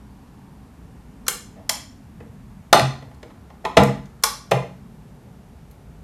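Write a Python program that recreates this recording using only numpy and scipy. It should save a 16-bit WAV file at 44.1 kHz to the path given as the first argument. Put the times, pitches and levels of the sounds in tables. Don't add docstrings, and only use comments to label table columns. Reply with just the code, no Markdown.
import sys
import numpy as np
from scipy import signal
from scipy.io import wavfile
from scipy.ndimage import uniform_filter1d

SR = 44100
rng = np.random.default_rng(int(sys.argv[2]) if len(sys.argv) > 2 else 0)


def output_pcm(signal):
    pcm = np.clip(np.atleast_2d(signal).T, -1, 1) * 32767
    wavfile.write(sys.argv[1], SR, np.round(pcm).astype(np.int16))


N = 266011

# f/Hz, level/dB, ring time/s (the time to fade by 60 dB)
BENCH_TONES = [(81, -13.5, 0.29), (133, 5.5, 0.28), (202, 4, 0.03), (227, -17, 1), (266, -10.5, 0.24)]
FRAME_TONES = [(360, -3, 0.029), (367, 2.5, 0.053), (489, -1.5, 0.13), (478, 1, 0.095), (643, 4.5, 0.046),
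               (638, -11.5, 0.014), (793, -8, 0.021), (864.5, 0.5, 0.17), (1000, 2.5, 0.071),
               (1023.5, 3.5, 0.12), (1171, -1, 0.099), (1420, 1.5, 0.057), (1553, -3.5, 0.12)]
RAM_TONES = [(1860, 2, 0.015), (1880, 1, 0.013), (1868, -1.5, 0.022), (2126, -3.5, 0.014),
             (2448, -1.5, 0.013), (2680, -2, 0.0084), (2949, -7.5, 0.018), (3480, -5.5, 0.0097),
             (3697, -2, 0.011), (3937, -5, 0.014), (4300, -7, 0.014), (4760, -8, 0.016),
             (4820, -4.5, 0.013)]
PAWL_TONES = [(5350, 8.5, 0.0084), (5700, 6, 0.0071), (6254, 3.5, 0.014), (7000, -3, 0.0025),
              (7018, 0, .02), (8190, -3.5, 0.026), (8430, 0, .015), (8750, -6.5, 0.032),
              (9200, -3.5, 0.014), (10300, -6, 0.028), (11020, -6.5, 0.03), (12500, 0.5, 0.024),
              (13105, -3, .01), (15600, -3.5, 0.0097), (15900, 0, .01)]
# lowest f/Hz, highest f/Hz, crack against ring/dB
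PART_RANGES = [(49.5, 260, -8), (249, 1430, 0.5), (1334.5, 4460, -9), (4200, 21000, 1.5)]
# loss an octave away/dB, greatest loss/dB, boost at it/dB
PART_FOCUS = [(30, 22, 0), (26, 15, 4), (16, 12, 1), (5, 30, 10)]
SHAKEN_PAWL_FOCUS = (5, 30, 0)
# t/s, pawl level/dB, frame level/dB, frame f/Hz, pawl f/Hz
SNAPS = [(1.265, -35, -34, 1480, 5740), (1.28, -11.5, -19, 1550, 7860), (1.692, -10.5, -25, 932, 5540),
         (4.055, -53, -63.5, 900, 6300), (4.224, -46.5, -49, 1206, 7000), (4.235, -7, -13, 1163, 5546),
         (5.71, -52.5, -76, 721, 12000)]
# t/s, frame level/dB, dullness/dB, frame f/Hz, ram f/Hz, bench level/dB, bench f/Hz, rattle/ms
CLACKS = [(2.7272, 1, 8.5, 652, 3700, -18, 179, 2.1), (2.731, -2.5, 21, 1345, 1885, -41.5, 245, 1.68),
          (2.794, -14, 9, 650, 2540, -14.5, 134, 1.7), (3.641, -32.5, 28.5, 696, 1955, -36, 260, 3.5),
          (3.649, -18.5, 15.5, 930, 2760, -45, 262.4, 4), (3.767, -1.9, 17, 532.7, 2860, -8, 196.6, 6),
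          (3.772, -4.5, 32, 1000, 1800, -18.5, 83.6, 2.3), (3.807, -24, 25.5, 820, 1750, -30.5, 183, 2.8),
          (3.834, -23, 2, 560, 1955, -17.5, 130, 1.5), (4.51, -25, 4.5, 700, 2570, -16, 137.8, 4.5),
          (4.514, -8.5, 21, 757, 2750, -30, 140, 3.7)]
# t/s, frame level/dB, dullness/dB, frame f/Hz, rattle/ms
TICKS = [(1.55, -44, 29, 670, 35), (2.201, -38, 24, 470, 4.7), (3.021, -40, 19, 723, 5.7),
         (3.111, -45.5, 21, 754, 3.9), (3.144, -60, -2, 494, 2.5), (3.228, -35, 13.5, 410, 3.3),
         (3.298, -46.5, 19, 980, 6.6), (3.499, -44, 19, 910, 5.2)]
# f/Hz, ring time/s
ROOM_RING = [(100, 0.6), (500, 0.34), (2000, .4), (6000, 0.42), (14000, 0.25)]
# f/Hz, level/dB
ROOM_LEVELS = [(100, -15.5), (300, 3.5), (800, -1), (2000, -3), (6000, -4), (10000, -1.5), (15000, -5.5)]
# f/Hz, relative level/dB
AIR_SHAPE = [(12, -36), (20, -20.5), (49, 1.5), (97, -5), (124, 0.5), (192, -7), (226, 5), (281, -16.5),
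             (350, -20), (390, -8.5), (435, -22.5), (711, -20.5), (771, -19), (3650, -37.5), (13500, -42.5)]

SPOTS = 4
SNAP_RATTLE_MS, BENCH_SWELL_MS = 3.3, 17
SNAP_RING, CLACK_RING, TICK_RING, CRACK_RING = 0.28, 0.55, 0.35, 0.25


def press():
    tracks = np.zeros((SPOTS, N + SR))
    t = np.arange(SR * 2 // 5) / SR
    tones = (BENCH_TONES, FRAME_TONES, RAM_TONES, PAWL_TONES)
    contacts = sorted(pawl_snaps() + clacks() + linkage_ticks())
    for k, (start_s, levels, pitches, rattle_ms, ring_share, focus) in enumerate(contacts):
        start = round(start_s * SR)
        force = rattle(rattle_ms, size=SR // 6)
        push = rng.standard_normal(len(t)) * t * np.exp(-t * 1000 / BENCH_SWELL_MS)
        forces = (push, force, force, force)
        ring_shares = (1, ring_share, ring_share, ring_share)
        parts = zip(forces, tones, PART_RANGES, pitches, focus, ring_shares)
        for part_db, part in zip(levels, parts):
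            sound = from_db(part_db) * struck_part(*part)
            tracks[k % SPOTS, start:start + len(sound)] += sound
    return tracks[:, :N]


def clacks():
    return [frame_blow(*row, CLACK_RING) for row in CLACKS]


def pawl_snaps():
    contacts = []
    for start_s, pawl_db, frame_db, frame_hz, pawl_hz in SNAPS:
        levels = (pawl_db - 37.5, frame_db, pawl_db - 3, pawl_db)
        pitches = (200, frame_hz, 3380, pawl_hz)
        contacts.append((start_s, levels, pitches, SNAP_RATTLE_MS, SNAP_RING, PART_FOCUS))
    return contacts


def linkage_ticks():
    return [frame_blow(start_s, frame_db, dull_db, frame_hz, ram_hz=3900 * 2 ** (-dull_db / 37.5),
                       bench_db=frame_db - 12, bench_hz=125, rattle_ms=rattle_ms, ring_share=TICK_RING)
            for start_s, frame_db, dull_db, frame_hz, rattle_ms in TICKS]


def frame_blow(start_s, frame_db, dull_db, frame_hz, ram_hz, bench_db, bench_hz, rattle_ms, ring_share):
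    ram_db = frame_db + 3 - 0.56 * dull_db
    pawl_hz = 6840 * 2 ** (-dull_db / 20)
    levels = (bench_db, frame_db, ram_db, frame_db - dull_db)
    pitches = (bench_hz, frame_hz, ram_hz, pawl_hz)
    return start_s, levels, pitches, rattle_ms, ring_share, PART_FOCUS[:-1] + [SHAKEN_PAWL_FOCUS]


def rattle(length_ms, size):
    progress = np.arange(size) / SR * 1000 / max(length_ms, 0.3)
    hits = rng.standard_normal(size) * from_db(0.63 * rng.standard_normal(size))
    rise = 1 - np.exp(-(progress / 0.37) ** 2)
    fade = np.exp(-(progress / 1.6) ** 1.4)
    return hits * rise * fade


def struck_part(force, tones, part_range, struck_hz, focus, ring_share):
    low_hz, high_hz, crack_db = part_range
    octave_loss_db, max_loss_db, boost_db = focus
    sound = 0
    for k, (hz, db, ring_s) in enumerate(tones):
        ringing = level_peak(ring(force, hz, ring_s * ring_share))
        crack = level_peak(ring(force, hz, ring_s * CRACK_RING))
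        octaves_away = np.log2(hz / struck_hz)
        ping_db = boost_db * np.exp(-(octaves_away / 0.06) ** 2)
        loss_db = min(octave_loss_db * octaves_away ** 2, max_loss_db)
        gain = from_db(db + ping_db - loss_db) * (-1) ** k
        sound = sound + gain * (ringing + from_db(crack_db) * crack)
    return band(level_peak(sound), low_hz, high_hz)


def ring(force, hz, ring_s):
    decay = from_db(-60 / (ring_s * SR))
    angle = 2 * np.pi * hz / SR
    return signal.lfilter([0, np.sin(angle)], [1, -2 * decay * np.cos(angle), decay ** 2], force + 1e-18)


def room_echo(tracks):
    t = np.arange(SR // 2) / SR
    noise = rng.standard_normal((2, SPOTS, len(t)))
    edges_hz = 60 * 2 ** np.arange(0, 8.3, 1 / 3)
    rise = 1 - np.exp(-(t / 0.00077) ** 2)
    tail = 0
    for k, (low, high) in enumerate(zip(edges_hz, edges_hz[1:])):
        hz = np.sqrt(low * high)
        fade = from_db(-60 * t / at_hz(ROOM_RING, hz))
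        echoes = band(noise[k % 2], low, high) * rise * fade
        energy = np.sum(echoes ** 2, axis=1, keepdims=True)
        tail = tail + from_db(at_hz(ROOM_LEVELS, hz)) * echoes * np.sqrt(2 * (high - low) / SR / energy)
    return signal.fftconvolve(tracks, tail, axes=1)[:, :N].sum(axis=0)


def air_noise(level_db):
    run_in = SR // 2
    noise = rng.standard_normal((2, N + run_in))
    edges_hz = 18 * 2 ** np.arange(0, 9.8, 1 / 3)
    sound = 0
    for k, (low, high) in enumerate(zip(edges_hz, edges_hz[1:])):
        hz = np.sqrt(low * high)
        waver_db = 3.4 * drift(rate_hz=0.6) / (1 + hz / 600)
        gain = from_db(at_hz(AIR_SHAPE, hz) + waver_db)
        sound = sound + gain * band(noise[k % 2], low, high)[run_in:]
    treble_cut = signal.cheby2(16, 40, 14300, fs=SR, output="sos")
    return from_db(level_db) * level_average(signal.sosfilt(treble_cut, sound))


def drift(rate_hz):
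    decay = np.exp(-80 * np.pi * rate_hz / SR)
    noise = rng.standard_normal(N // 40 + 2002)
    slow = signal.lfilter([1], [1, -2 * decay, decay ** 2], noise)[2000:]
    return np.interp(np.arange(N) / 40, np.arange(len(slow)), level_average(slow))


def from_db(db):
    return 10 ** (np.asarray(db) / 20)


def level_peak(x):
    return x / np.sqrt(2 * uniform_filter1d(x[::2] ** 2, size=200).max())


def level_average(x):
    return x / np.sqrt(np.mean(x ** 2) + 1e-20)


def at_hz(table, hz):
    frequencies, values = np.array(table).T
    return np.interp(np.log(hz), np.log(frequencies), values)


def band(x, low_hz, high_hz):
    band_pass = signal.butter(2, [low_hz, min(high_hz, 0.45 * SR)], "band", fs=SR, output="sos")
    return signal.sosfilt(band_pass, x)


def scene():
    tracks = press()
    return (tracks.sum(axis=0) + room_echo(tracks) + air_noise(level_db=-44))[None]


def record(dry):
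    clipped = np.clip(dry, -0.94, 0.94)
    lopsided = clipped + 0.056 * clipped ** 2
    centred = signal.lfilter([1, -1], [1, -np.exp(-2 * np.pi * 8 / SR)], lopsided)
    treble_cut = signal.cheby2(18, 70, 16400, fs=SR, output="sos")
    return signal.sosfilt(treble_cut, centred)


dry = scene()
out = record(dry)
output_pcm(out)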